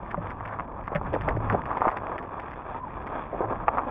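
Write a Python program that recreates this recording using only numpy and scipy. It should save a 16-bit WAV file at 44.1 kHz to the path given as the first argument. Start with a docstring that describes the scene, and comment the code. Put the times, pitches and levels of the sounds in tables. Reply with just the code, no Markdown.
"""Stones crunch under the tyres of a mountain bike on a stony trail: random cracks over filtered hiss.
A small camera sealed in its case on the bike hears it. Scrunches are swelling bands of grainy noise,
knocks and thuds are decaying rings, grit and rattles are short noisy ticks, and a whirr is narrow noise.
A wavering tone makes the frame hum and low filtered noise makes the wind; the case muffles the treble."""
import sys
import numpy as np
from scipy import signal
from scipy.fft import rfft, irfft
from scipy.io import wavfile
from scipy.ndimage import uniform_filter1d

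SR = 44100
rng = np.random.default_rng(int(sys.argv[2]) if len(sys.argv) > 2 else 0)


def waveform_to_disk(signal):
    """Save audio, clipped to [-1, 1], as 16-bit WAV at the path in sys.argv[1]."""
    frames = np.transpose(np.atleast_2d(signal))
    scaled = np.clip(frames, -1, 1) * 32767
    samples = np.round(scaled).astype(np.int16)
    wavfile.write(sys.argv[1], SR, samples)


def magnitude_from_level(level_db):
    """Linear magnitude for a level in decibels (20 dB per decade)."""
    exponent = np.asarray(level_db, float) / 20
    return 10 ** exponent


N = 171990  # length [samples]
T = np.arange(N) / SR  # time [s]

# wind strength, before gusts: (time [s], level [dB])
WIND_LEVEL = [(0, -43), (.9, -42.5), (1.3, -33.5), (2.0, -45), (3.9, -41.5)]
# relative colour of the wind: (frequency [Hz], gain [dB])
WIND_COLOUR = [(12, -29), (22, -3.5), (45, 0.5), (80, -4), (150, -6), (300, -12), (700, -41.5),
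               (2500, -110)]
# spells of frame hum, before wavering: (start [s], length [s], level [dB])
HUM_SPELLS = [(0.184, 0.1, -41), (0.4, 0.19, -48), (1.045, 0.19, -44.5), (1.341, 0.24, -33),
              (1.91, 0.14, -46), (3.443, 0.084, -41.5)]
# pitch glide of the rubbing whirr: (time [s], pitch [Hz])
WHIRR_PITCH = [(2.71, 721), (2.785, 1007), (2.845, 1008), (2.895, 782)]
# bursts of loose parts: (start [s], relative level [dB])
RATTLE_BURSTS = [(0.0622, -72), (0.1037, -68), (0.1132, -61), (0.2707, -64), (0.303, -58.5),
                 (0.4531, -63.5), (0.4774, -61), (.838, -70.5), (0.855, -73), (.873, -64), (0.9209, -69),
                 (0.9498, -53.5), (0.9564, -59), (1.1329, -55), (1.1453, -62.5), (1.2103, -54),
                 (1.2873, -53), (1.2925, -61.5), (1.3661, -65), (1.49, -66), (1.4995, -57), (1.525, -56),
                 (1.6184, -61.5), (1.6558, -59), (1.7724, -60.5), (1.8079, -63), (1.8821, -64.5),
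                 (1.9028, -57.5), (1.9699, -55.5), (2.0692, -64.5), (2.1807, -57.5), (2.2274, -62),
                 (2.397, -60), (2.419, -67), (2.4825, -70), (2.5104, -63.5), (2.532, -68), (3.022, -67.5),
                 (3.0685, -62)]
# treble of a rattle tick through the case: (frequency [Hz], gain [dB])
TICK_TREBLE = [(3700, -9.5), (4600, 2), (5500, -4), (6800, -23), (9200, -6), (10500, -19), (12500, -15),
               (14000, -26.5), (15600, -38)]
# body of a rattle tick through the case, also the colour of grit: (frequency [Hz], gain [dB])
TICK_BODY = [(300, -5.5), (1000, -1.5), (1800, 10), (2400, 0), (3000, -11.5), (3600, -17.5), (4200, -61.5)]
# deep thuds: (time [s], relative level [dB], settled pitch of the low ring [Hz])
THUD_HITS = [(.176, -19.5, 156), (.953, -14.5, 145.6), (1.135, -19, 277), (1.527, -16.5, 148.6),
             (1.538, -18, 171), (3.865, -24, 231)]
# bumps that knock the case: (time [s], relative level [dB], favoured pitch [Hz])
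KNOCK_HITS = [(0.144, -12.5, 940), (0.407, -19.5, 1070), (0.588, -19.5, 1070), (0.596, -13.5, 1310),
              (0.878, -17, 1110), (0.919, -18, 568), (1.013, -17, 740), (1.144, -14.5, 460),
              (1.281, -16.5, 600), (1.37, -17, 600), (1.505, -13, 803), (1.706, -16.5, 1120),
              (1.77, -14.5, 1000), (1.807, -15.5, 679), (1.818, -7, 940), (1.845, -14, 1050),
              (1.853, -8.5, 964), (1.87, -12, 660), (1.879, -7.5, 1046), (1.888, -9.5, 850),
              (1.965, -19, 850), (2.117, -18, 1110), (2.396, -22.5, 870), (2.746, -24, 880),
              (3.16, -19.5, 900), (3.406, -12, 582), (3.6809, -5.5, 1130), (3.772, -13.5, 1150),
              (3.783, -10.5, 1100), (3.791, -12, 1120)]
# ringing modes of case and mount: (nominal frequency [Hz], relative level [dB], 60 dB decay [s])
CASE_MODES = [(460, 5, 0.017), (580, -8, 0.022), (800, -6, 0.028), (950, -0.5, 0.016), (1130, -3, 0.017),
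              (1560, -4, 0.009), (2170, -8.5, 0.017), (2620, -8.5, 0.013)]
# loose patches: (centre [s], time from peak to 1/e [s], level [dB], centre frequency [Hz])
LOOSE_PATCHES = [(0.518, 0.049, -33.5, 950), (0.942, 0.045, -30.5, 800), (1.066, 0.009, -29.5, 950),
                 (1.15, 0.024, -25.5, 554), (1.293, 0.03, -26, 723), (1.509, 0.011, -25.5, 930),
                 (1.539, 0.015, -21.5, 533), (1.719, 0.029, -31, 880), (1.871, 0.061, -26, 800),
                 (3.345, 0.018, -28.5, 470), (3.435, 0.02, -25, 660), (3.483, 0.049, -31.5, 450)]
# tyre crunch, before flicker: (time [s], level [dB], extra treble level [dB])
TYRE_LEVEL = [(.6, -42.5, 0.5), (.78, -46.5, -9.5), (1.0, -43.5, -3), (2.0, -36, -5.5), (2.45, -42, 1),
              (3.25, -41, 4), (3.5, -35.5, -7.5)]
# relative colour of the crunch through the case: (frequency [Hz], gain [dB])
CRUNCH_COLOUR = [(100, -24), (250, -7), (400, -7.5), (700, -3.5), (1000, -1), (1200, -3), (1450, -15),
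                 (1650, -13), (2040, -27.5), (2400, -23), (3000, -38), (3450, -32), (3800, -52),
                 (4400, -62), (9000, -95.5)]
# narrow dips in the response: (centre [Hz], width [Hz])
RESPONSE_DIPS = [(3980, 220), (6000, 200), (7950, 630)]


def curve(table, col=1):
    """A table column joined by straight lines in time."""
    points = np.array(table, float)
    return np.interp(T, points[:, 0], points[:, col])


def unit(x):
    """Scaled to rms 1."""
    return x / np.sqrt(np.mean(x ** 2))


def colour(x, table, size=4096):
    """Causal minimum-phase filter whose gain follows (frequency [Hz], gain [dB]) points."""
    points = np.array(table, float)
    hz = np.maximum(np.arange(size // 2 + 1) * SR / size, 1)
    gain_db = np.interp(np.log(hz), np.log(points[:, 0]), points[:, 1])
    # fold the cepstrum forward in time to get minimum phase
    cepstrum = irfft(np.log(magnitude_from_level(gain_db)))
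    cepstrum[1:size // 2] *= 2
    cepstrum[size // 2 + 1:] = 0
    impulse = irfft(np.exp(rfft(cepstrum)))
    return signal.fftconvolve(x, impulse)[:N]


def split(x, hz, kind):
    """Low, high or band part of a sound."""
    return signal.sosfilt(signal.butter(2, hz, kind, fs=SR, output="sos"), x)


def walk(rate):
    """Random levels held 1 / rate s and slewed twice, scaled to rms 1."""
    hold = int(SR / rate)
    steps = np.repeat(rng.standard_normal(N // hold + 1), hold)
    return unit(uniform_filter1d(uniform_filter1d(steps, hold), hold)[:N])


def decay(t60_s):
    """Per-sample factor of a 60 dB fall in t60_s."""
    return magnitude_from_level(-60 / (t60_s * SR))


def wind():
    """Low buffeting: filtered noise whose level gusts at random."""
    gust_db = 1.5  # rms
    buffet = unit(colour(rng.standard_normal(N), WIND_COLOUR, size=16384))
    return buffet * magnitude_from_level(curve(WIND_LEVEL) + gust_db * walk(9))


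def hum():
    """A low frame resonance that wavers in pitch and level and comes in soft-edged spells."""
    hum_hz, waver, edge_s = 105, 0.04, 0.03  # waver: rms fraction of the pitch
    phase = 2 * np.pi * np.cumsum(hum_hz * (1 + waver * walk(23))) / SR
    gain = np.zeros(N)
    for start, length, db in HUM_SPELLS:
        outside = np.abs(T - start - length / 2) - length / 2
        gain += magnitude_from_level(db) / (1 + np.exp(np.clip(4 * outside / edge_s, -50, 50)))
    return np.sqrt(2) * gain * magnitude_from_level(3.4 * walk(30)) * np.sin(phase)


def whirr():
    """Something rubs briefly: a narrow, broken band of noise glides, rises and falls."""
    centre_s, half_s, level_db = 2.795, 0.095, -38
    phase = 2 * np.pi * np.cumsum(curve(WHIRR_PITCH)) / SR
    rough = walk(110) * np.sin(phase) + walk(110) * np.cos(phase)
    return magnitude_from_level(level_db) * np.exp(-((T - centre_s) / half_s) ** 4) * rough


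def rattles():
    """Loose parts tick in short bursts, the weak ones ending sooner; every tick has a brief noisy tail."""
    half_gain_s, longest_at_db = 0.013, -60  # full burst length, and the level that reaches it
    ticks_per_s, tick_t60_s, tick_spread_db = 260, 0.0048, 3.5
    level_db, body_db = 7.5, 28  # body relative to treble
    gain, first, chance = np.zeros(N), np.zeros(N), rng.random((N, 2))
    for start, db in RATTLE_BURSTS:
        age = (T - start) / (half_gain_s * magnitude_from_level(min(db - longest_at_db, 0) / 2))
        gain += magnitude_from_level(db) * (age >= 0) / (1 + np.clip(age, 0, 9) ** 4)
        first[int(start * SR) + 1] = 1  # each burst opens with a full tick
    others = (chance[:, 0] < ticks_per_s / SR) * magnitude_from_level(-tick_spread_db * chance[:, 1])
    tails = signal.lfilter([1], [1, -decay(tick_t60_s)], np.maximum(first, others))
    ticks = gain * tails * rng.standard_normal(N)
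    return magnitude_from_level(level_db) * (colour(ticks, TICK_TREBLE) + magnitude_from_level(body_db) * colour(ticks, TICK_BODY))


def grit():
    """Stray small stones flick against the frame at random: decaying specks of filtered noise."""
    hits_per_s, strongest_db, spread_db, t60_s = 73, -36.5, 12, 0.009  # levels before colouring
    chance = rng.random((N, 2))
    hits = (chance[:, 0] < hits_per_s / SR) * magnitude_from_level(strongest_db - spread_db * chance[:, 1])
    tails = signal.lfilter([1], [1, -decay(t60_s)], hits)
    return colour(tails * rng.standard_normal(N), TICK_BODY)


def thuds():
    """A low ring that sags in pitch, with a higher mode on top."""
    low_t60_s, upper_hz, upper_db, upper_t60_s, rise_s = 0.083, 582, 2.5, 0.053, 0.0045
    out = np.zeros(N)
    for start, db, hz in THUD_HITS:
        t = np.clip(T - start, 0, 1)
        sag = 0.21 * 0.016 * (1 - np.exp(-t / 0.015))  # the pitch starts about 22 % high
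        low = np.sin(2 * np.pi * hz * (t + sag)) * magnitude_from_level(-60 * t / low_t60_s)
        upper = np.sin(2 * np.pi * upper_hz * t) * magnitude_from_level(upper_db - 60 * t / upper_t60_s)
        out += magnitude_from_level(db) * (1 - np.exp(-t / rise_s)) * (low + upper)
    return out


def knocks():
    """Each blow and its small bounce ring the case, most near the favoured pitch, the first cycles louder."""
    favour_oct, level_db, rise_s, snap_cycles = 0.57, -2, 0.00084, 2.5
    bounce_s, bounce_db = 0.00608, -7  # averages; each blow varies them by up to half
    out, t = np.zeros(N + SR), np.arange(SR // 10) / SR
    hz, db, t60 = np.array(CASE_MODES, float).T[:, :, None]
    chances = rng.random((len(KNOCK_HITS), 2, len(CASE_MODES), 1))
    for (start, peak_db, pitch_hz), chance in zip(KNOCK_HITS, chances):
        distance = np.abs(np.log2(hz / pitch_hz)) / favour_oct
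        weight = magnitude_from_level(db - 9 * distance - 60 * t / t60)
        mode_hz = hz * (1 + 0.051 * (chance[0] - 0.5))
        ring = (weight * np.sin(2 * np.pi * (mode_hz * t + 0.34 * chance[1]))).sum(0)
        snap = 0.71 + np.exp(-(t * pitch_hz / snap_cycles) ** 2)
        ring = ring * (1 - np.exp(-(t / rise_s) ** 2)) * snap
        ring = ring * magnitude_from_level(peak_db + level_db) / np.abs(ring).max()
        lag = bounce_s * (0.5 + chance[0, 0, 0])
        bounce_gain = magnitude_from_level(bounce_db * (0.5 + chance[1, 0, 0]))
        for delay, gain in ((0, 1), (lag, bounce_gain)):
            i = int((start + delay) * SR)
            out[i:i + len(t)] += gain * ring
    return split(out[:N], 3600, "low")


def scrunches():
    """Grainy swells of crushed stones over loose patches, each a noise band around its own pitch."""
    width_oct, rough_db = 1.23, 4
    out = np.zeros(N)
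    for centre, half, db, hz in LOOSE_PATCHES:
        edges = hz * 2 ** (np.array([-0.5, 0.5]) * width_oct)
        grains = rng.standard_normal(N) * magnitude_from_level(rough_db * walk(250))
        band = unit(split(grains, edges, "band"))
        out += band * magnitude_from_level(db) * np.exp(-((T - centre) / half) ** 2)
    return split(split(out, 2000, "low"), 2000, "low")


def tyres():
    """Stones of uneven size crack over a hiss; bass, middle and treble also flicker apart."""
    stones_per_s, spread_db, max_db = 600, 3.5, 8.5
    hiss_db, flicker_db = -4, 2.5  # hiss relative to the stones; flicker shared by all bands
    chance = rng.random((N, 3))
    size_db = np.minimum(-spread_db * np.log(1 - chance[:, 2]), max_db)
    stones = (chance[:, 0] < stones_per_s / SR) * np.sign(chance[:, 1] - 0.5) * magnitude_from_level(size_db)
    crunch = unit(colour(unit(stones) + magnitude_from_level(hiss_db) * rng.standard_normal(N), CRUNCH_COLOUR))
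    low, high = split(crunch, 420, "low"), split(crunch, 2000, "high")
    mid = split(split(crunch, 300, "high"), 1800, "low")
    level = magnitude_from_level(curve(TYRE_LEVEL) + flicker_db * walk(25.005))
    mid = mid * magnitude_from_level(1.32 * walk(40))
    low = low * magnitude_from_level(2.0 * walk(15))
    high = high * magnitude_from_level(curve(TYRE_LEVEL, col=2) + 3.3 * walk(14))
    return level * (mid - low - high)  # outer bands in reverse polarity


def scene():
    """Everything reaches one microphone."""
    background = wind() + hum() + whirr()
    hits = rattles() + grit() + thuds() + knocks()
    return (background + hits + scrunches() + tyres())[None]


def band_limit(x):
    """A steep low-pass at the top of the band."""
    return signal.sosfilt(signal.butter(12, 15600, fs=SR, output="sos"), x)


def record(dry):
    """Faint self-noise joins the sound, then narrow dips shape the treble."""
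    self_noise_db = -104
    mix = dry + magnitude_from_level(self_noise_db) * rng.standard_normal(dry.shape)
    for hz, width_hz in RESPONSE_DIPS:
        mix = signal.lfilter(*signal.iirnotch(hz, hz / width_hz, SR), mix)
    return band_limit(mix)


dry = scene()
out = record(dry)
waveform_to_disk(out)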